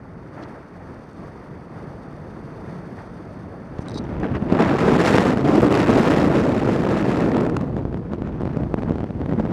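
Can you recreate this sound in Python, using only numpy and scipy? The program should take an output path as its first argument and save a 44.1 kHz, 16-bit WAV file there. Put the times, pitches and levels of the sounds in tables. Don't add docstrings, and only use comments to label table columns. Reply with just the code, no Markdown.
import sys
import numpy as np
from scipy import signal
from scipy.io import wavfile
from scipy.ndimage import uniform_filter1d

SR = 44100
rng = np.random.default_rng(int(sys.argv[2]) if len(sys.argv) > 2 else 0)


def bounce(signal):
    frames = np.transpose(np.atleast_2d(signal))
    limited = np.clip(frames, -1, 1)
    pcm = np.round(limited * 32767).astype(np.int16)
    wavfile.write(sys.argv[1], SR, pcm)


N = 419832
TIME = np.arange(N) / SR

# time in seconds, level in dB.
HISS = [(0, -70.5), (.35, -67.5), (1.6, -66.5), (2.9, -63.5), (3.7, -67), (4.3, -64.5), (7.6, -68.5),
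        (8.05, -73), (8.6, -68), (9.15, -69), (9.5, -69)]
# centre in Hz, width in Hz, relative level in dB.
HOUSING = [(3190, 1100, 1), (3620, 320, -6.5), (4460, 410, -0.5), (4900, 230, -4.5), (5820, 1170, -2),
           (7400, 1200, -14.5), (8580, 1000, -8), (9570, 1000, -11.5), (11700, 2800, -13.5)]
HISS_FOLLOWS = 0.6

# time in seconds, level in dB.
CABIN = [(0, -40), (0.65, -36.5), (1.1, -41), (1.5, -37.5), (2.8, -35.5), (3.7, -37), (4.1, -38.5),
         (5.0, -50), (6.5, -81.5)]
# frequency in Hz, relative density in dB per Hz.
CABIN_COLOUR = [(20, -26), (40, -5.5), (80, -3), (130, 2), (200, -1), (300, -3.5), (420, -6.5), (800, -13),
                (1150, -15.5), (1900, -22.5), (2600, -27.5), (5000, -60)]
# centre in seconds, rise in dB, length in seconds, extra rise of the rush in dB.
SWELLS = [(0.392, 0.5, 0.077, 6), (0.5, 0.5, 0.19, 5), (0.676, -7, 0.24, -0.5), (0.903, 2.5, 0.21, 3),
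          (1.09, 0.5, .1, 1.5), (1.234, 4.5, 0.11, 5), (1.408, -0.5, 0.17, 2.5), (1.684, -3.5, 0.098, -0.5),
          (1.8, 3.5, 0.11, 3.5), (2.51, -1, .05, 2), (2.7, 1.5, 0.09, 3), (2.997, 1, 0.038, 7),
          (3.11, -1, 0.21, -0.5), (3.54, 5.5, 0.029, 0.5), (3.73, 3, 0.083, 0)]
RUSH_DB, RUSH_FOLLOWS = -10.5, 0.086
PROPELLER_HZ, PROPELLER_DB = 178, -14

# centre in seconds, level in dB before dulling, length in seconds.
RUSTLES = [(0.435, -52, 0.02), (3.789, -50, .008)]

# start in seconds, peak in dB, strongest ring in Hz, dry tick against the ring (ratio).
CLINKS = [(1.132, -52, 8500, 2), (3.859, -47, 5900, .5), (3.884, -29.5, 4500, 0.6), (3.896, -36, 5900, 0.6),
          (3.908, -37, 4900, .8), (3.917, -36, 4400, 0.87), (3.9435, -33, 4400, 0.67),
          (4.041, -44, 6000, .8), (4.2, -42, 5000, 1.7)]
# the four columns of a clink, then length in seconds.
SCRAPES = [(3.8, -47.5, 6100, .05, 0.037), (3.926, -36.5, 4200, 0.3, 0.074),
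           (3.968, -30, 4200, 0.35, 0.025)]
# frequency in Hz, relative level in dB, 60 dB decay time in seconds.
METAL = [(3890, 1, 0.018), (4320, -4, 0.0088), (4570, -1, 0.007), (5030, -2, .009), (5780, -3, .01),
         (6170, -1, 0.01), (7300, 4, .003), (8700, 16, 0.0039), (10300, 5, .003)]
CLINK_CONTACT_S, SLIPS_PER_S = 0.0008, 5400
RING_FALL_DB_PER_OCTAVE = 21

# time in seconds, level of the roar in dB.
FLOW = [(3.66, -67), (3.78, -39.5), (3.9, -35), (4, -34), (4.47, -27.5), (4.53, -17), (5.25, -17),
        (5.39, -16), (5.56, -16), (6.1, -16), (6.78, -19), (7.42, -18.5), (7.68, -26), (8.02, -34),
        (8.7, -32.5), (9.13, -34), (9.32, -30), (9.52, -24)]
# centre in seconds, rise in dB, length in seconds, extra tearing in dB.
GUSTS = [(3.97, 5.5, 0.055, -5), (4.253, 5.5, 0.052, 1), (4.358, 4.5, 0.026, 6), (4.406, -4, .03, 1),
         (4.608, 6.5, 0.034, 1.5), (4.67, -2, 0.11, 8.5), (4.79, -5, 0.046, 11), (4.88, 6, 0.013, -3),
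         (5.007, 5.5, 0.017, -4.5), (5.123, -5, 0.015, 0.5), (5.363, -4.5, 0.046, -5),
         (5.429, -3.5, 0.027, -8), (5.563, 3.5, 0.056, 0.5), (5.616, -12, 0.015, 11),
         (5.669, 4.5, 0.089, -2.5), (5.695, -4.5, 0.03, -2), (5.774, 1, 0.17, 4), (5.855, -1, 0.034, -2.5),
         (5.899, 6.5, 0.023, -4), (5.985, 5.5, 0.024, -6), (6.298, 0.5, .05, -6.5), (6.588, -5, 0.025, 8.5),
         (6.995, -2.5, 0.063, 3), (6.355, 2, 0.079, 0.5), (7.363, 3, 0.055, -1.5), (7.684, 2, 0.022, -1),
         (7.795, 3.5, 0.033, 2), (8.036, 0, 0.043, 2), (8.129, 4, 0.036, 8.5), (8.31, -0.5, 0.025, -8),
         (8.714, -0.5, .03, 2), (9.07, -1, 0.038, 5), (8.286, 1, 0.1, 7), (8.473, 1.5, 0.15, 8.5),
         (8.61, 5, 0.12, -1), (8.788, 9.5, 0.028, -1), (8.878, 6.5, 0.072, 2), (9.01, 2, 0.047, 5),
         (9.217, 8, 0.02, -1), (9.31, 5.5, 0.039, 0), (9.401, 10, 0.014, -5)]
# frequency in Hz, relative density in dB per Hz.
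WIND_COLOUR = [(25, -35), (50, -11.5), (90, -5.5), (160, 0.5), (280, 0.5), (450, -5.5), (800, -13.5),
               (1500, -20), (2200, -27.5), (3200, -37), (6000, -45.5), (10000, -60.5), (14000, -70.5)]
# time in seconds, tearing against the roar in dB, treble lift in dB, spread of the spitting in dB.
EXPOSURE = [(3.8, -11.5, -9, 4), (4.3, -10.5, -15, 5), (4.65, -19.5, -1.5, 3), (4.9, -14, 3, -3),
            (5.08, -11.5, 11.5, 4), (5.39, -17.5, 5.5, 0), (5.6, -22, 8, 8), (6.12, -14.5, 9, 5.5),
            (6.42, -19, 6, 1.5), (7.15, -16.5, 7, 5.5), (7.5, -25, 2.5, 15), (7.72, -24, 0.5, 5),
            (8.3, -20, -3.5, 4), (9.52, -19.5, -3.5, 4)]
# flow in dB, low buffeting in dB, spread of the eddies in dB.
CHARACTER = [(-64, -78, 15), (-36.5, -50, 9), (-33, -33, 13), (-25, -32.5, 15), (-25, -35, 9),
             (-2, -40, 2.5)]
# centre in seconds, strength in eddy spreads, half-length in ms, extra treble lift in dB.
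RIPS = [(4.234, 1.8, 2.5, -2), (4.244, 1.4, 2.5, 1), (4.367, 1.3, 2.4, 1), (4.608, 1.3, 2.1, 3),
        (4.624, 1.6, 3.2, 2), (5.186, 1.8, 3.1, -4), (5.631, 2.2, 2.2, -12), (7.118, 1.4, 2.1, -2),
        (7.369, 1.4, 1.2, 9), (7.382, 1.2, 0.93, 7.5), (7.4067, 1.5, 1.1, 7), (7.4109, 1.8, 1.3, 10),
        (7.437, 1.4, 2, 3), (7.452, 1.4, 1.3, 10), (7.466, 1.9, 1.9, 10), (7.498, 1.8, 2, 11),
        (7.568, 1.63, 3.6, 21.5), (7.612, 1, 5, 12), (7.974, 2.15, 4.6, 7), (8.148, 1.2, 4, 5),
        (8.185, 1.9, 2, 0), (8.274, 2.4, 1.8, -4), (8.609, 1.3, 3, 7), (8.788, 1.1, 1.8, 5),
        (8.83, 1.5, 2.2, 8), (8.886, 1.2, 2.5, 5), (8.96, 2.3, 3, -2), (8.993, 1.8, 1.9, -1),
        (9.294, 2.3, 3, -3), (9.379, 2, 1.7, -2)]
SPITS_PER_S, SPIT_ABOVE_HZ = 730, 2500

# time in seconds, peak in dB before dulling, rise in ms, deaf time in ms (none if negative),
# top of the snap in Hz, crackle against that peak in dB.
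POPS = [(3.792, -13, 2.5, 0, 900, -40), (4.424, -13, 0.97, 0, 1000, -31),
        (4.525, -5, 0.98, -2.5, 1500, -22), (5.147, 1.5, 0.29, 3, 2500, -28),
        (5.1835, 4, 0.1, 1.5, 7000, -17), (5.374, -7.5, 0.11, -1.5, 5000, -21),
        (5.487, -6, 0.33, -4, 4000, -17), (5.632, 0, 0.39, -4, 3000, -27), (7.369, -10, .36, 0, 3000, -26),
        (7.767, -12, 1, -5, 2000, -25), (7.8528, -11, 1.7, -3, 1800, -33),
        (7.928, -18.5, 0.63, -3, 4500, -21), (7.9444, -14, 0.79, 7, 3200, -21),
        (8.135, -11, 0.62, 2.5, 4500, -22), (8.221, -13.5, 0.85, 5.5, 4500, -32),
        (8.408, -14.5, 1.2, 1, 1800, -27), (8.419, -14, .6, 5, 2500, -21),
        (8.434, -11.5, 1.5, 5.5, 1400, -32), (8.455, -13, 1.1, 5.5, 3500, -28),
        (8.476, -13.5, 0.74, -2, 2000, -25), (8.564, -18, 1.7, -2.5, 900, -34),
        (8.571, -11, 1.1, 2, 1200, -25), (8.635, -14.5, 1.2, -1, 3500, -24),
        (8.742, -4, .48, 10, 3000, -29), (8.8226, -15, .35, 3.5, 5000, -21),
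        (8.834, -11.5, 0.44, 8, 6000, -21), (8.8962, -12.5, 0.84, 5, 6000, -31),
        (8.9084, -8, 0.72, -3, 600, -33), (8.9211, -14, 1.1, 1, 3500, -28),
        (8.957, -14, 1.2, -0.5, 1500, -25), (8.984, -14.5, 0.52, 6.5, 6000, -31),
        (9.006, -12.5, 1.4, -3, 4000, -31), (9.024, -27, 1.2, 6.5, 4000, -20),
        (9.032, -15, 1.9, -1.5, 900, -32), (9.042, -13.5, 0.44, -5, 2500, -22),
        (9.107, -15, 1.9, 3.5, 2000, -28), (9.201, -20, 1.1, 1.5, 2500, -25),
        (9.2161, -13.5, 0.73, 5, 2500, -22), (9.261, -14.5, 0.93, 0, 1800, -20),
        (9.3247, -9.5, 1.2, 0, 1500, -31), (9.335, -13.5, 0.88, -3, 3000, -28),
        (9.386, -18, 1, 0, 2500, -27), (9.399, -11, .9, 1.5, 2200, -23),
        (9.453, -12.5, 0.73, 0.5, 3000, -26), (9.464, -17, 1, 1, 2200, -24)]
LEE_START_S, LEE_END_S = 7.6, 9.48
SMALL_POPS_PER_S, SMALL_POP_OVER_FLOW_DB, SMALL_POP_RISE_MS = 8, 5, 0.59
SMALL_POP_HELD_MS, SMALL_POP_SNAP_HZ, SMALL_POP_CRACKLE_DB = 1.5, 2500, -22
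CRACKLE_S, CRACKLE_LEAD_S = 0.00097, 0.00054
CRACKLE_FALL_DB_PER_OCTAVE, CRACKLE_UNEVEN_DB = 9, 6
POP_TOP_HZ, CUTOFF_HZ = 11000, 15600


def from_db(db):
    return 10 ** (np.asarray(db) / 20)


def rms_one(x):
    return x / np.sqrt(np.mean(x ** 2) + 1e-20)


def in_time(rows):
    s, *columns = np.transpose(rows)
    return [np.interp(TIME, s, column) for column in columns]


def at_hz(points, hz):
    point_hz, level_db = np.transpose(points)
    return np.interp(np.log(hz), np.log(point_hz), level_db)


def hump(s, length_s):
    return np.exp2(-(2 * (TIME - s) / length_s) ** 2)


def drift(rate):
    pole = np.exp(-16 * np.pi * rate / SR)
    steps = rng.standard_normal(N // 8 + 8002)
    slow = signal.lfilter([1], [1, -2 * pole, pole * pole], steps)[8000:]
    limited = 3.3 * np.tanh(rms_one(slow) / 3)
    return np.interp(np.arange(N) / 8, np.arange(len(slow)), limited)


def band_noise(low, high):
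    sos = signal.butter(2, [low, min(high, .45 * SR)], "band", fs=SR, output="sos")
    return rms_one(signal.sosfilt(sos, rng.standard_normal(N)))


def flutter(chance, spread_db):
    swing = np.log(10) * spread_db / 20
    return np.exp(swing * chance - swing ** 2)


def airflow(colour, zones, levels_db, eddies, spread_db, small_eddy_hz, own_share, spit_db=0):
    edges = 22 * 2 ** (np.arange(20) / 2)
    centres = np.sqrt(edges[1:] * edges[:-1])
    power = from_db(at_hz(colour, centres)) ** 2 * np.diff(edges)
    power_below = np.concatenate([[0], np.cumsum(power)])
    lifts_db = []
    for zone, db in zip(zones, levels_db):
        zone_power = np.diff(np.interp(zone, edges, power_below))
        lifts_db.append(db - 10 * np.log10(zone_power))
    middles = np.log(zones).mean(axis=1)
    own_share = np.clip(own_share, 0, 1)
    spits = drift(SPITS_PER_S)
    out = 0
    for k, hz in enumerate(centres):
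        lift_db = 0
        for pick, db in zip(np.eye(len(zones)), lifts_db):
            lift_db = lift_db + np.interp(np.log(hz), middles, pick) * db
        own_eddies = drift(min(hz / 10, 250))
        chance = np.sqrt(1 - own_share) * eddies + np.sqrt(own_share) * own_eddies
        grain = flutter(chance, spread_db * hz / (hz + small_eddy_hz))
        grain = grain * flutter(spits, spit_db * hz ** 2 / (hz ** 2 + SPIT_ABOVE_HZ ** 2))
        band = band_noise(edges[k], edges[k + 1])
        out = out + np.sqrt(power[k]) * from_db(lift_db) * grain * band
    return out


def door_swells():
    rumble_db = sum(db * hump(s, length) for s, db, length, _ in SWELLS)
    extra_db = sum(db * hump(s, length) for s, _, length, db in SWELLS)
    return rumble_db, RUSH_FOLLOWS * rumble_db + extra_db


def housing_hiss(swell_db):
    hiss = sum(from_db(db) * band_noise(hz - width / 2, hz + width / 2) for hz, width, db in HOUSING)
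    level_db = in_time(HISS)[0] + HISS_FOLLOWS * swell_db
    return rms_one(hiss) * from_db(level_db) * flutter(drift(50), spread_db=1.4)


def cabin(rumble_swell_db, rush_swell_db):
    zones = [(60, 500), (700, 2500)]
    levels_db = [rumble_swell_db, RUSH_DB + rush_swell_db]
    roar = airflow(CABIN_COLOUR, zones, levels_db, drift(35), spread_db=2.0, small_eddy_hz=250, own_share=1.0)
    muffled = signal.sosfilt(signal.butter(5, 2200, fs=SR, output="sos"), roar)
    blade_hz = PROPELLER_HZ * (1 + 0.0076 * drift(2.9))
    phase = 2 * np.pi * np.cumsum(blade_hz) / SR
    blade_tone = np.sin(phase) * flutter(drift(3.1), spread_db=3.5)
    propeller = from_db(PROPELLER_DB) * rms_one(blade_tone)
    level_db, = in_time(CABIN)
    return (muffled + propeller) * from_db(level_db)


def cloth():
    strokes = sum(from_db(db) * hump(s, length_s) for s, db, length_s in RUSTLES)
    rustle = strokes * band_noise(2100, 5800) * flutter(drift(250), spread_db=4)
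    return signal.sosfilt(signal.butter(3, 5800, fs=SR, output="sos"), rustle + 1e-18)


def metal(touch, ring_hz, tick):
    age = np.arange(SR // 20) / SR
    modes = 0
    for hz, level_db, t60 in METAL:
        distance_db = RING_FALL_DB_PER_OCTAVE * abs(np.log2(hz / ring_hz))
        decay = from_db(level_db - distance_db - 60 * age / t60)
        modes = modes + decay * np.sin(2 * np.pi * hz * age)
    ring = signal.fftconvolve(touch, modes)[:len(touch)]
    sound = rms_one(ring) + tick * rms_one(touch)
    small = signal.butter(7, 3700, "high", fs=SR, output="sos")
    dull = signal.butter(2, 7000, fs=SR, output="sos")
    sound = signal.sosfilt(np.vstack([small, dull]), sound)
    return sound / np.abs(sound).max()


def harness():
    out = np.zeros(N)
    age = np.arange(SR // 5) / SR
    for s, db, ring_hz, tick in CLINKS:
        touch = rng.standard_normal(len(age)) * np.exp(-age / CLINK_CONTACT_S)
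        out[round(s * SR):][:len(age)] += from_db(db) * metal(touch, ring_hz, tick)
    for s, db, ring_hz, tick, length_s in SCRAPES:
        slips = rng.standard_normal(len(age)) * (rng.random(len(age)) < SLIPS_PER_S / SR)
        pressure = np.sin(np.pi * np.minimum(age / length_s, 1))
        out[round(s * SR):][:len(age)] += from_db(db) * metal(slips * pressure, ring_hz, tick)
    return out


def stream():
    gusts_db = sum(db * hump(s, length) for s, db, length, _ in GUSTS)
    extra_db = sum(db * hump(s, length) for s, _, length, db in GUSTS)
    return in_time(FLOW)[0] + gusts_db, extra_db


def wind(flow_db, gust_tearing_db):
    eddies = rms_one(0.069 * drift(26) + 0.98 * drift(164) + 0.88 * drift(330))
    eddies = eddies - 0.46 * (eddies ** 2 - 1)
    tearing_db, sizzle_db, spit_db = in_time(EXPOSURE)
    for s, strength, half_length_ms, extra_db in RIPS:
        rip = np.maximum(1 - ((TIME - s) * 1000 / half_length_ms) ** 2, 0)
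        eddies = eddies + (strength - eddies) * rip
        sizzle_db = sizzle_db + extra_db * rip
        spit_db = spit_db * (1 - rip)
    zones = [(30, 90), (150, 800), (1200, 3300)]   # buffeting, roar and tearing, Hz
    flows, *traits = np.transpose(CHARACTER)
    buffet_db, spread_db = [np.interp(flow_db, flows, trait) for trait in traits]
    levels_db = [buffet_db, flow_db, flow_db + tearing_db + gust_tearing_db]
    flow = airflow(WIND_COLOUR, zones, levels_db, eddies, spread_db,
                   small_eddy_hz=820, own_share=0.057, spit_db=spit_db)
    treble = signal.sosfilt(signal.butter(1, 4500, "high", fs=SR, output="sos"), flow)
    return flow + treble * (from_db(sizzle_db) - 1)


def small_pops(flow_db):
    lee_s = LEE_END_S - LEE_START_S
    draws = rng.random((round(SMALL_POPS_PER_S * lee_s), 4))
    s = LEE_START_S + lee_s * draws[:, 0]
    db = flow_db[(s * SR).astype(int)] + SMALL_POP_OVER_FLOW_DB
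    rise_ms = SMALL_POP_RISE_MS * (.5 + draws[:, 1])
    held_ms = SMALL_POP_HELD_MS * draws[:, 2]
    snap_hz = SMALL_POP_SNAP_HZ * (.5 + draws[:, 3])
    crackle_db = np.full(len(s), SMALL_POP_CRACKLE_DB)
    return list(zip(s, db, rise_ms, held_ms, snap_hz, crackle_db))


def crackle(age):
    burst = 0
    for k, low in enumerate(800 * 2 ** np.arange(4)):
        sos = signal.butter(2, [low, 2 * low], "band", fs=SR, output="sos")
        level_db = CRACKLE_UNEVEN_DB * rng.uniform(-0.92, 1) - CRACKLE_FALL_DB_PER_OCTAVE * k
        burst = burst + from_db(level_db) * rms_one(signal.sosfilt(sos, rng.standard_normal(len(age))))
    return rms_one(burst) * np.exp(-np.abs(age + CRACKLE_LEAD_S) / CRACKLE_S)


def membrane(sound, hits, bass_cut_hz, relax_s):
    pops, crackles, free = np.zeros(N), np.zeros(N), np.ones(N)
    age = np.arange(-SR // 50, SR // 25) / SR
    bass_pole = np.exp(-2 * np.pi * bass_cut_hz / SR)
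    for s, db, rise_ms, held_ms, snap_hz, crackle_db in hits:
        rise_s, held_s = rise_ms / 1000, max(held_ms, 0) / 1000
        push = np.exp(np.minimum(age, 0) / rise_s - np.maximum(age, 0) / relax_s)
        pop = signal.lfilter([1, -2, 1], [1, -2 * bass_pole, bass_pole ** 2], push)
        snap_pole = np.exp(-2 * np.pi * snap_hz / SR)
        pop = signal.lfilter([1], [1, -snap_pole], pop)
        pop = from_db(db) * pop / np.abs(pop).max()
        start = round((s + age[0]) * SR)
        pops[start:start + len(age)] += pop[:N - start]
        crackles[start:start + len(age)] += (from_db(db + crackle_db) * crackle(age))[:N - start]
        free[round(s * SR):round((s + held_s) * SR)] = 0
    dull = signal.butter(4, min(POP_TOP_HZ, .45 * SR), fs=SR, output="sos")
    hearing = uniform_filter1d(uniform_filter1d(free, size=50), size=50)
    return sound * hearing + signal.sosfilt(dull, pops + crackles)


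def scene():
    rumble_swell_db, rush_swell_db = door_swells()
    flow_db, gust_tearing_db = stream()
    air = housing_hiss(rush_swell_db) + cabin(rumble_swell_db, rush_swell_db)
    air = air + cloth() + harness() + wind(flow_db, gust_tearing_db)
    hits = list(POPS) + small_pops(flow_db)
    return membrane(air, hits, bass_cut_hz=138, relax_s=0.00098)[None]


def record(dry):
    thin = signal.sosfilt(signal.butter(2, 28, "high", fs=SR, output="sos"), dry)
    rounded = thin / (1 + thin ** 6) ** (1 / 6)
    return signal.sosfilt(signal.ellip(10, .1, 80, CUTOFF_HZ, fs=SR, output="sos"), rounded)


dry = scene()
out = record(dry)
bounce(out)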